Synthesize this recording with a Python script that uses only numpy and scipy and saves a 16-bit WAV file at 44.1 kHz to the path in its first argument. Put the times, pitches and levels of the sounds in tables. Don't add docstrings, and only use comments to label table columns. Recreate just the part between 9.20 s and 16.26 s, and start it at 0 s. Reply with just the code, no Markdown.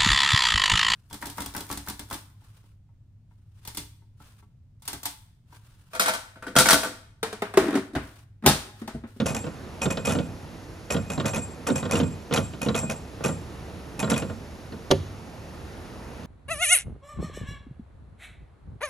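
import sys
import numpy as np
from scipy import signal
from scipy.fft import rfft, irfft, next_fast_len
from scipy.io import wavfile

SR = 44100
rng = np.random.default_rng(int(sys.argv[2]) if len(sys.argv) > 2 else 0)


def wav_record(signal):
    frames = np.transpose(np.atleast_2d(signal))
    bounded = np.clip(frames, -1, 1)
    quanta = np.round(bounded * 32767).astype(np.int16)
    wavfile.write(sys.argv[1], SR, quanta)


N = 311346

# start in seconds, thud, clank and clack levels in dB,
# then gate, post and clack pitches in Hz.
KNOCKS = [(0.0, -11, -31, -29.5, 215, 490, 3630), (0.099, -17, -37, -56, 156, 530, 2930),
          (0.241, -24, -38, -46, 209, 477, 2700), (0.266, -20, -36.5, -43, 156, 340, 2660),
          (0.656, -10.5, -29, -32, 160, 360, 3740), (0.772, -19, -31, -31, 150, 525, 3800),
          (0.874, -11, -29.5, -32, 156, 560, 3290), (0.897, -21, -32, -35, 156, 480, 3500),
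          (0.951, -10, -33.5, -38, 274, 344, 2880), (0.987, -14, -34.5, -32.5, 150, 545, 3080),
          (1.744, -12, -32, -37, 177, 470, 3150), (1.764, -17.5, -30.5, -34, 156, 538, 3280),
          (1.977, -11.5, -35.5, -41, 150, 370, 4000), (1.999, -22, -29.5, -30.5, 231, 543, 3730),
          (2.045, -18.5, -31, -57, 296, 543, 3840), (2.166, -16, -33.5, -40, 150, 460, 3380),
          (2.485, -13, -28, -45, 274, 490, 2750), (2.501, -11, -33, -34.5, 263, 535, 3820),
          (2.628, -18, -33.5, -41, 156, 490, 3810), (2.653, -20.5, -33, -39, 215, 470, 3350),
          (2.695, -22, -35.5, -49, 177, 538, 3800), (2.731, -10.5, -29, -32, 156, 468, 3430),
          (2.753, -14, -29, -27.5, 263, 482, 2800), (2.8, -8, -32.5, -28.5, 188, 506, 3060),
          (2.832, -14, -38, -42, 150, 441, 3350), (3.11, -14.5, -33.5, -39, 193, 500, 2870),
          (3.125, -13, -31, -26, 161, 496, 3400), (3.161, -32, -25.5, -26, 215, 585, 3930),
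          (3.174, -10, -26.5, -27, 215, 610, 3300), (3.335, -29, -44, -42.5, 156, 387, 2800),
          (3.462, -12, -37, -36, 209, 500, 2930), (3.485, -14.5, -26.5, -29, 215, 495, 3870),
          (3.545, -19.5, -31, -30, 183, 477, 3320), (3.627, -17.5, -37, -60, 150, 634, 3430),
          (4.006, -21.5, -38.5, -59, 149, 480, 3370), (4.046, -14.5, -26, -35, 269, 475, 2820),
          (4.087, -14.5, -33.5, -42, 150, 545, 3290), (4.828, -15, -28, -34.5, 209, 635, 3350),
          (4.843, -24, -40, -35.5, 156, 535, 3910), (4.875, -18.5, -30.5, -51, 156, 554, 3880),
          (4.916, -10.5, -25, -34.5, 215, 547, 3900), (4.939, -23, -47, -28, 247, 344, 3380),
          (5.021, -15.5, -34.5, -36.5, 166, 520, 2840), (5.097, -22.5, -38, -49, 209, 470, 2870),
          (5.522, -26.5, -42, -49.5, 220, 475, 4320)]


def gear():
    lead_s, lurch_db, lurch_hz = 0.00299, -21, (199, 542, 3290)
    lurches = [(s - lead_s, lurch_db, shimmer_db - 2.5, shimmer_db - 11, *lurch_hz)
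               for s, _, shimmer_db, _ in PAWL_DROPS]
    s, thud_db, clank_db, clack_db, gate_hz, post_hz, clack_hz = np.transpose(KNOCKS + lurches)
    return (gate_thud(s, thud_db, gate_hz)
            + post_knock(s, (thud_db + clank_db) / 2, post_hz)
            + iron_clank(s, clank_db)
            + tooth_clack(s, clack_db, clack_hz)
            + grit_crunch(s, (clank_db + clack_db) / 2))


# pitch in Hz, level in dB, ring time to -60 dB (t60) in seconds.
GATE_MODES = [(95, -22.5, .4), (156, -13.5, .18), (184, -14.5, .13), (215, -11, .14), (259, -12.5, .17),
              (280, -15.5, .13)]
# frequency in Hz, density in dB, t60 in seconds.
THUD_BANDS = [(70, -21, 0.34), (100, -6.5, 0.35), (136, -3.5, 0.37), (212, 4, 0.25), (323, -9.5, 0.2),
              (444, -1, 0.1), (764, -12.5, 0.093), (1200, -20, 0.096)]


def gate_thud(s, level_db, pitch_hz):
    timber = struck(s, level_db, GATE_MODES, pitch_hz, rise_s=0.0048)
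    return timber + overtones(s, level_db - 11.5, THUD_BANDS, rise_s=0.005)


# pitch in Hz, level in dB, t60 in seconds.
POST_MODES = [(346, -9, .12), (392, -9, .15), (474, -4.5, .12), (505, -7, .1), (547, -5.5, .12),
              (590, -9, .1), (640, -8, .1)]


def post_knock(s, level_db, pitch_hz):
    return from_db(-2.0) * struck(s, level_db, POST_MODES, pitch_hz, rise_s=0.0034)


# pitch in Hz, level in dB, t60 in seconds.
IRON_MODES = [(645, -3, .1), (695, -5, .1), (912, -5, .13), (1060, -4, .12), (1183, -7, .12),
              (1400, -4, .13), (1440, -4, .1), (1500, -7, .12), (1860, -8.5, .1)]
# frequency in Hz, density in dB, t60 in seconds.
CLANK_BANDS = [(406, 15.5, 0.1), (720, -27, 0.079), (1030, 7.5, 0.2), (1420, 8, 0.072), (2120, -5, 0.069),
               (3000, -33, 0.1)]


def iron_clank(s, level_db):
    wheels = ring(s, level_db, IRON_MODES, spread_db=2, detune=.008, rise_s=.003)
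    return from_db(-2.0) * wheels + overtones(s, level_db - 3.5, CLANK_BANDS, rise_s=0.0018)


# multiple of the clack pitch, level in dB, t60 in seconds.
TOOTH_MODES = [(.85, -5, .012), (1, 1, .02), (1.14, -5.5, .012)]
# frequency in Hz, density in dB, t60 in seconds.
CLACK_BANDS = [(1510, -38, 0.041), (2460, 8, 0.074), (3700, 0, 0.11), (4700, -7, 0.057), (7000, -2, 0.046),
               (14000, -40, .04)]


def tooth_clack(s, level_db, pitch_hz):
    clack = overtones(s, level_db - 5.5, CLACK_BANDS, rise_s=0.0035)
    catch_s, catch_db = chatter(s + 0.001003, level_db + 7.5, gap_s=.003, step_db=-6, count=2)
    catch_hz = np.repeat(pitch_hz, 2)
    catches = ring(catch_s, catch_db, TOOTH_MODES, spread_db=1, detune=.014, rise_s=.0008, pitch=catch_hz)
    return clack + catches


# frequency in Hz, density in dB, t60 in seconds.
GRIT_BANDS = [(600, -1, 0.016), (1400, -11, 0.02), (3300, 1.5, 0.008), (4500, -7.5, 0.014),
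              (6500, -9, 0.0066), (12000, -29, .008)]


def grit_crunch(s, level_db):
    slip_s, slip_db = chatter(s, level_db, gap_s=.005, step_db=-1.5, count=4)
    return overtones(slip_s, slip_db + 0.35 + rng.normal(0, 1, len(slip_s)), GRIT_BANDS, rise_s=0.000093)


# frequency in Hz, density in dB.
RUSH_SPECTRUM = [(22, -24), (45, -5), (75, 1), (115, -3), (160, -6), (300, -8), (450, -10.5), (800, -16),
                 (1500, -22), (3000, -27.5), (6000, -42), (8000, -38)]
HISS_SPECTRUM = [(4000, -12), (6000, -4), (8000, -21), (10000, -10), (13000, -15), (15000, -4)]
# time in seconds, relative level in dB.
RUSH_SWELL = [(0, -40.5), (.5, -37), (1.4, -39), (2.4, -38), (3.3, -40), (4.401, -36.5), (5.4, -39.5),
              (6.1, -39), (6.6, -37), (7.06, -37)]
# frequency in Hz, left-right likeness from 0 to 1.
AIR_LIKENESS = [(60, 0.89), (400, 0.94), (2000, 0.46), (5000, 0.76), (9000, 1)]


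def water_and_leaves():
    swell_db = np.interp(np.arange(N) / SR, *np.transpose(RUSH_SWELL))
    rush = sum(band * waver(1.0, per_s=9) for _, band in noise_bands(RUSH_SPECTRUM, AIR_LIKENESS))
    hiss = sum(band for _, band in noise_bands(HISS_SPECTRUM, AIR_LIKENESS))
    return from_db(swell_db - 1.5) * rush + from_db(-55.5) * hiss


# start in seconds, then click, shimmer and bending levels in dB.
PAWL_DROPS = [(0.0599, -20, -28, -45), (0.1481, -16.5, -32.5, -43), (0.618, -19.5, -27.5, -27.5),
              (0.7052, -19, -27.5, -36), (0.8515, -19.5, -32, -29), (0.908, -21, -28, -37),
              (1.7053, -17.5, -27, -30.5), (1.9018, -19.5, -33, -34), (2.0571, -19.5, -26, -36),
              (2.136, -30, -29.5, -31.5), (2.4703, -18, -25, -36), (2.558, -21, -30, -35),
              (2.7111, -13, -37, -36), (2.7683, -26, -28.5, -45), (3.1377, -8.5, -30.5, -31),
              (3.417, -17, -34.5, -32.5), (3.5524, -18, -30, -31), (3.699, -18, -29.5, -32),
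              (4.04, -17.5, -31, -31), (4.7928, -17, -45, -32.5), (4.9002, -11, -31, -47),
              (4.963, -25, -30.5, -30.5)]
# start in seconds, click level in dB.
PAWL_REBOUNDS = [(0.0653, -15), (0.083, -20), (0.095, -22), (.105, -24), (0.166, -19), (0.63, -19),
                 (.636, -23), (.643, -24), (0.7096, -22), (0.857, -16.5), (0.8697, -17), (.886, -24),
                 (0.8944, -17), (0.922, -18), (1.717, -23), (1.7224, -16.5), (1.9184, -25), (1.9342, -25),
                 (2.0632, -17.5), (2.08, -20), (2.093, -25), (2.1461, -18), (2.16, -21), (2.165, -23),
                 (2.477, -25.5), (2.58, -23), (2.588, -27), (2.72, -14.5), (2.733, -22), (2.7568, -19),
                 (2.7906, -23.5), (3.1453, -15), (3.1608, -20), (3.171, -20), (3.182, -19.5),
                 (3.4298, -19.5), (3.45, -26), (3.5618, -16.5), (3.575, -21), (3.579, -21), (3.5888, -22),
                 (3.71, -20), (4.042, -25.5), (4.0487, -18.5), (4.0603, -18), (4.0677, -26), (4.0799, -25),
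                 (4.8005, -15.5), (4.809, -28), (4.904, -21), (4.9081, -16), (4.9197, -22), (4.978, -17.5)]


def pawl():
    rebounds = [(s, db, db - 13.5, db - 18.5) for s, db in PAWL_REBOUNDS]
    s, click_db, shimmer_db, bending_db = np.transpose(PAWL_DROPS + rebounds)
    return ratchet_tick(s, click_db, shimmer_db) + pawl_ring(s, shimmer_db, bending_db)


# frequency in Hz, density in dB, t60 in seconds.
TICK_BANDS = [(650, 6, 0.23), (1440, -2.5, 0.077), (2620, 2.5, 0.038), (3970, -6, 0.016),
              (5800, 4.5, 0.022), (10100, 4.5, 0.02), (12000, 3, 0.014), (15500, -7, 0.013)]
JANGLE_BANDS = [(694.5, 10, 0.18), (1360, 10.5, 0.14), (2070, 14, 0.056), (3300, 7.5, 0.13),
                (4370, 0, 0.05), (6100, 10, 0.1), (8000, 2, 0.14), (9900, -6, 0.27), (12500, -8, .13)]


def ratchet_tick(s, click_db, shimmer_db):
    skip_s, skip_db = chatter(s + 0.006, shimmer_db - 10, gap_s=0.008, step_db=4, count=3)
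    tick = overtones(np.append(s, skip_s), np.append(click_db - 6.5, skip_db), TICK_BANDS, rise_s=0.0002)
    return tick + overtones(s, shimmer_db - 8.0, JANGLE_BANDS, rise_s=0.0099)


# pitch in Hz, level in dB, t60 in seconds.
SHIMMER_MODES = [(5660, -15, .1), (5696, -13, .16), (5690, -9, .05), (6130, -14.5, .05), (6290, -13, .06),
                 (7112, -15, .22), (7462, -6.5, .42), (7479, -5.5, .42), (9102, -17, .42),
                 (9118, -15.5, .42), (9750, -14, .06), (11750, -16.5, .08)]
BENDING_MODES = [(2503, -15, .12), (2486, 1.5, .08)]
FREE_MODES = [(2479, -3, .55), (2488, 0, .55)]


def pawl_ring(s, shimmer_db, bending_db):
    shimmer = ring(s, shimmer_db, SHIMMER_MODES, spread_db=1.5, detune=.0008, rise_s=.0005)
    shimmer *= waver(2, per_s=110) * waver(2, per_s=30)
    bending = ring(s, bending_db, BENDING_MODES, spread_db=1, detune=.003, rise_s=.0005)
    bending *= waver(3, per_s=220)
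    free = ring(s, shimmer_db, FREE_MODES, spread_db=1, detune=.0003, rise_s=.04)
    free *= waver(2.5, per_s=30)
    return from_db(-3.5) * shimmer + from_db(0.8) * bending + from_db(-18.5) * free


# start in seconds, thud level in dB, crack level in dB.
CLUNK_HITS = [(5.7053, -18.5, -37), (5.71, -23, -22.5), (5.712, -21, -15.5), (5.7202, -12, -33)]
# pitch in Hz, level in dB, t60 in seconds.
FRAME_MODES = [(94, -16, .38), (151, -11.5, .22), (209, -7.5, .13), (364, -16, .11), (391, -1.5, .115),
               (433, -6, .1), (485, -12, .09), (546, 2, .1), (612, -15, .06), (690, -9, .06),
               (875, -16, .045)]
JAMMED_MODES = [(1180, -5, 0.055), (1385, -4, 0.055), (1745, -7, 0.07), (3330, 2, 0.014), (3700, -9, .014),
                (5200, -9, .016), (6550, -6, 0.027), (10600, -28, .035)]
# frequency in Hz, density in dB, t60 in seconds.
CRACK_BANDS = [(200, -3, 0.17), (646, 1.5, 0.08), (1380, -21, 0.052), (2100, -15, 0.097), (3430, -2, 0.027),
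               (5230, -9, 0.042), (8000, -15, 0.019), (11000, -16, 0.049), (15500, -26, .03)]


def clunk():
    s, thud_db, crack_db = np.transpose(CLUNK_HITS)
    frame = ring(s, thud_db, FRAME_MODES, spread_db=.5, detune=.002, rise_s=.0008)
    jam = ring(s, crack_db, JAMMED_MODES, spread_db=1, detune=.005, rise_s=.0004)
    return frame + jam + overtones(s, crack_db + 3.0, CRACK_BANDS, rise_s=0.00046)


def from_db(db):
    return 10 ** (np.asarray(db) / 20)


def at_hz(points, hz, column=1):
    points = np.array(points)
    return np.interp(np.log(hz + 1), np.log(points[:, 0] + 1), points[:, column])


def waver(depth_db, per_s):
    steps = np.arange(N) * per_s / SR
    turns = rng.standard_normal(int(steps[-1]) + 2)
    return from_db(depth_db * np.interp(steps, np.arange(len(turns)), turns))


def chatter(times, level_db, gap_s, step_db, count):
    gaps = gap_s * rng.uniform(.4, 1.6, (len(times), count))
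    touches = times[:, None] + np.cumsum(gaps, axis=1) - gaps[:, :1]
    return touches.ravel(), (level_db[:, None] + step_db * np.arange(count)).ravel()


def ring(times, level_db, modes, spread_db, detune, rise_s, pitch=1):
    out = np.zeros((2, N + SR))
    starts = np.round(times * SR).astype(int)
    luck = rng.standard_normal((len(times), len(modes), 3))
    for start, db, scale, draws in zip(starts, level_db, pitch * np.ones(len(times)), luck):
        for (hz, mode_db, t60), (strength, tuning, skew) in zip(modes, draws):
            t = np.arange(int(min(t60, 1) * SR)) / SR
            swing = np.exp(t * (2j * np.pi * hz * scale * (1 + detune * tuning) - np.log(1000) / t60))
            swing *= from_db(db + mode_db + spread_db * strength) * (1 - np.exp(-t / rise_s))
            out[:, start:start + len(t)] += np.imag(swing * np.exp(.2j * skew * np.array([[1], [-1]])))
    return out[:, :N]


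def struck(times, level_db, modes, favoured_hz, rise_s):
    boost_db, width_octaves = 7, .14
    out = 0
    for mode in modes:
        near = np.exp(-(np.log2(mode[0] / favoured_hz) / width_octaves) ** 2)
        out = out + ring(times, level_db + boost_db * near, [mode], spread_db=1, detune=.01, rise_s=rise_s)
    return out


def noise_bands(spectrum, likeness):
    edges = 22 * 2 ** np.arange(0, 9.6, .5)
    centres = np.sqrt(edges[1:] * edges[:-1])
    inside = (edges[1:] > spectrum[0][0]) & (edges[:-1] < spectrum[-1][0])
    gains = from_db(at_hz(spectrum, centres)) * np.sqrt(centres) * inside
    white = rng.standard_normal((2, 2, N))
    for k in np.flatnonzero(inside):
        band = signal.sosfilt(signal.butter(2, edges[k:k + 2], "band", fs=SR, output="sos"), white[k % 2])
        mid, side = band / band.std()
        alike = at_hz(likeness, centres[k])
        pair = np.sqrt((1 + alike) / 2) * mid + np.sqrt((1 - alike) / 2) * np.array([side, -side])
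        yield centres[k], pair * gains[k] / np.linalg.norm(gains)


def fade(x, t60):
    return signal.lfilter([1], [1, -from_db(-60 / (t60 * SR))], x + 1e-18)


# frequency in Hz, left-right likeness from 0 to 1.
GEAR_LIKENESS = [(100, .92), (600, .74), (2500, .78), (10000, .88)]


def overtones(times, level_db, body, rise_s):
    starts = np.clip(np.round(times * SR).astype(int), 0, N - 1)
    impulses = np.bincount(starts, from_db(level_db) ** 2, N)
    lag = np.exp(-1 / (rise_s * SR + 1))
    energy = signal.lfilter([1 - lag], [1, -lag], impulses + 1e-18)
    return sum(band * np.sqrt(fade(energy, at_hz(body, hz, column=2) / 2))
               for hz, band in noise_bands(body, GEAR_LIKENESS))


# frequency in Hz, density in dB, t60 in seconds.
SCATTER_BANDS = [(79.4, 19, 0.45), (210, 2, 0.64), (490, 0, 0.27), (1900, -2, 0.44), (6070, -3.5, 0.61),
                 (14800, 4.5, 0.26)]


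def scatter(x, wet_db):
    t = np.arange(SR) / SR
    tail = sum(band[:, :SR] * from_db(-60 * t / at_hz(SCATTER_BANDS, hz, column=2))
               for hz, band in noise_bands(SCATTER_BANDS, GEAR_LIKENESS))
    tail /= np.sqrt(np.sum(tail ** 2) / 2)
    return from_db(wet_db) * signal.fftconvolve(x.mean(axis=0)[None], tail, axes=1)[:, :N]


def scene():
    winding, settling = pawl() + gear(), clunk()
    tails = scatter(winding, wet_db=-14.0) + scatter(settling, wet_db=-15.0)
    return winding + settling + tails + water_and_leaves()


# frequency in Hz, left's lead in radians.
PORT_PHASE = [(0, 0), (690, .6), (1640, .4), (2500, 1), (4200, .5), (5100, .7), (6500, -.2), (7450, -2.4),
              (8200, -3.1), (9100, -4.1), (11300, -6.3), (15000, -9.4)]
# frequency in Hz, left minus right in dB.
PORT_BALANCE = [(60, -1), (150, -2), (290, -4), (640, -1.5), (1400, -1.5), (3100, 1.5), (6800, -0.5),
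                (15000, 0.5)]


def record(dry):
    rolloff_hz, cutoff_hz = 10270, 16000
    size = next_fast_len(N + SR)
    hz = np.arange(size // 2 + 1) * SR / size
    lead = np.interp(hz, *np.transpose(PORT_PHASE))
    left = from_db(at_hz(PORT_BALANCE, hz) / 2) * np.exp(.5j * lead)
    ports = irfft(rfft(dry, size) * np.array([left, 1 / left]), size)[:, :N]
    ports = signal.sosfilt(signal.butter(2, rolloff_hz, fs=SR, output="sos"), ports)
    return signal.sosfilt(signal.ellip(10, .1, 80, cutoff_hz, fs=SR, output="sos"), ports)


dry = scene()
out = record(dry)
wav_record(out)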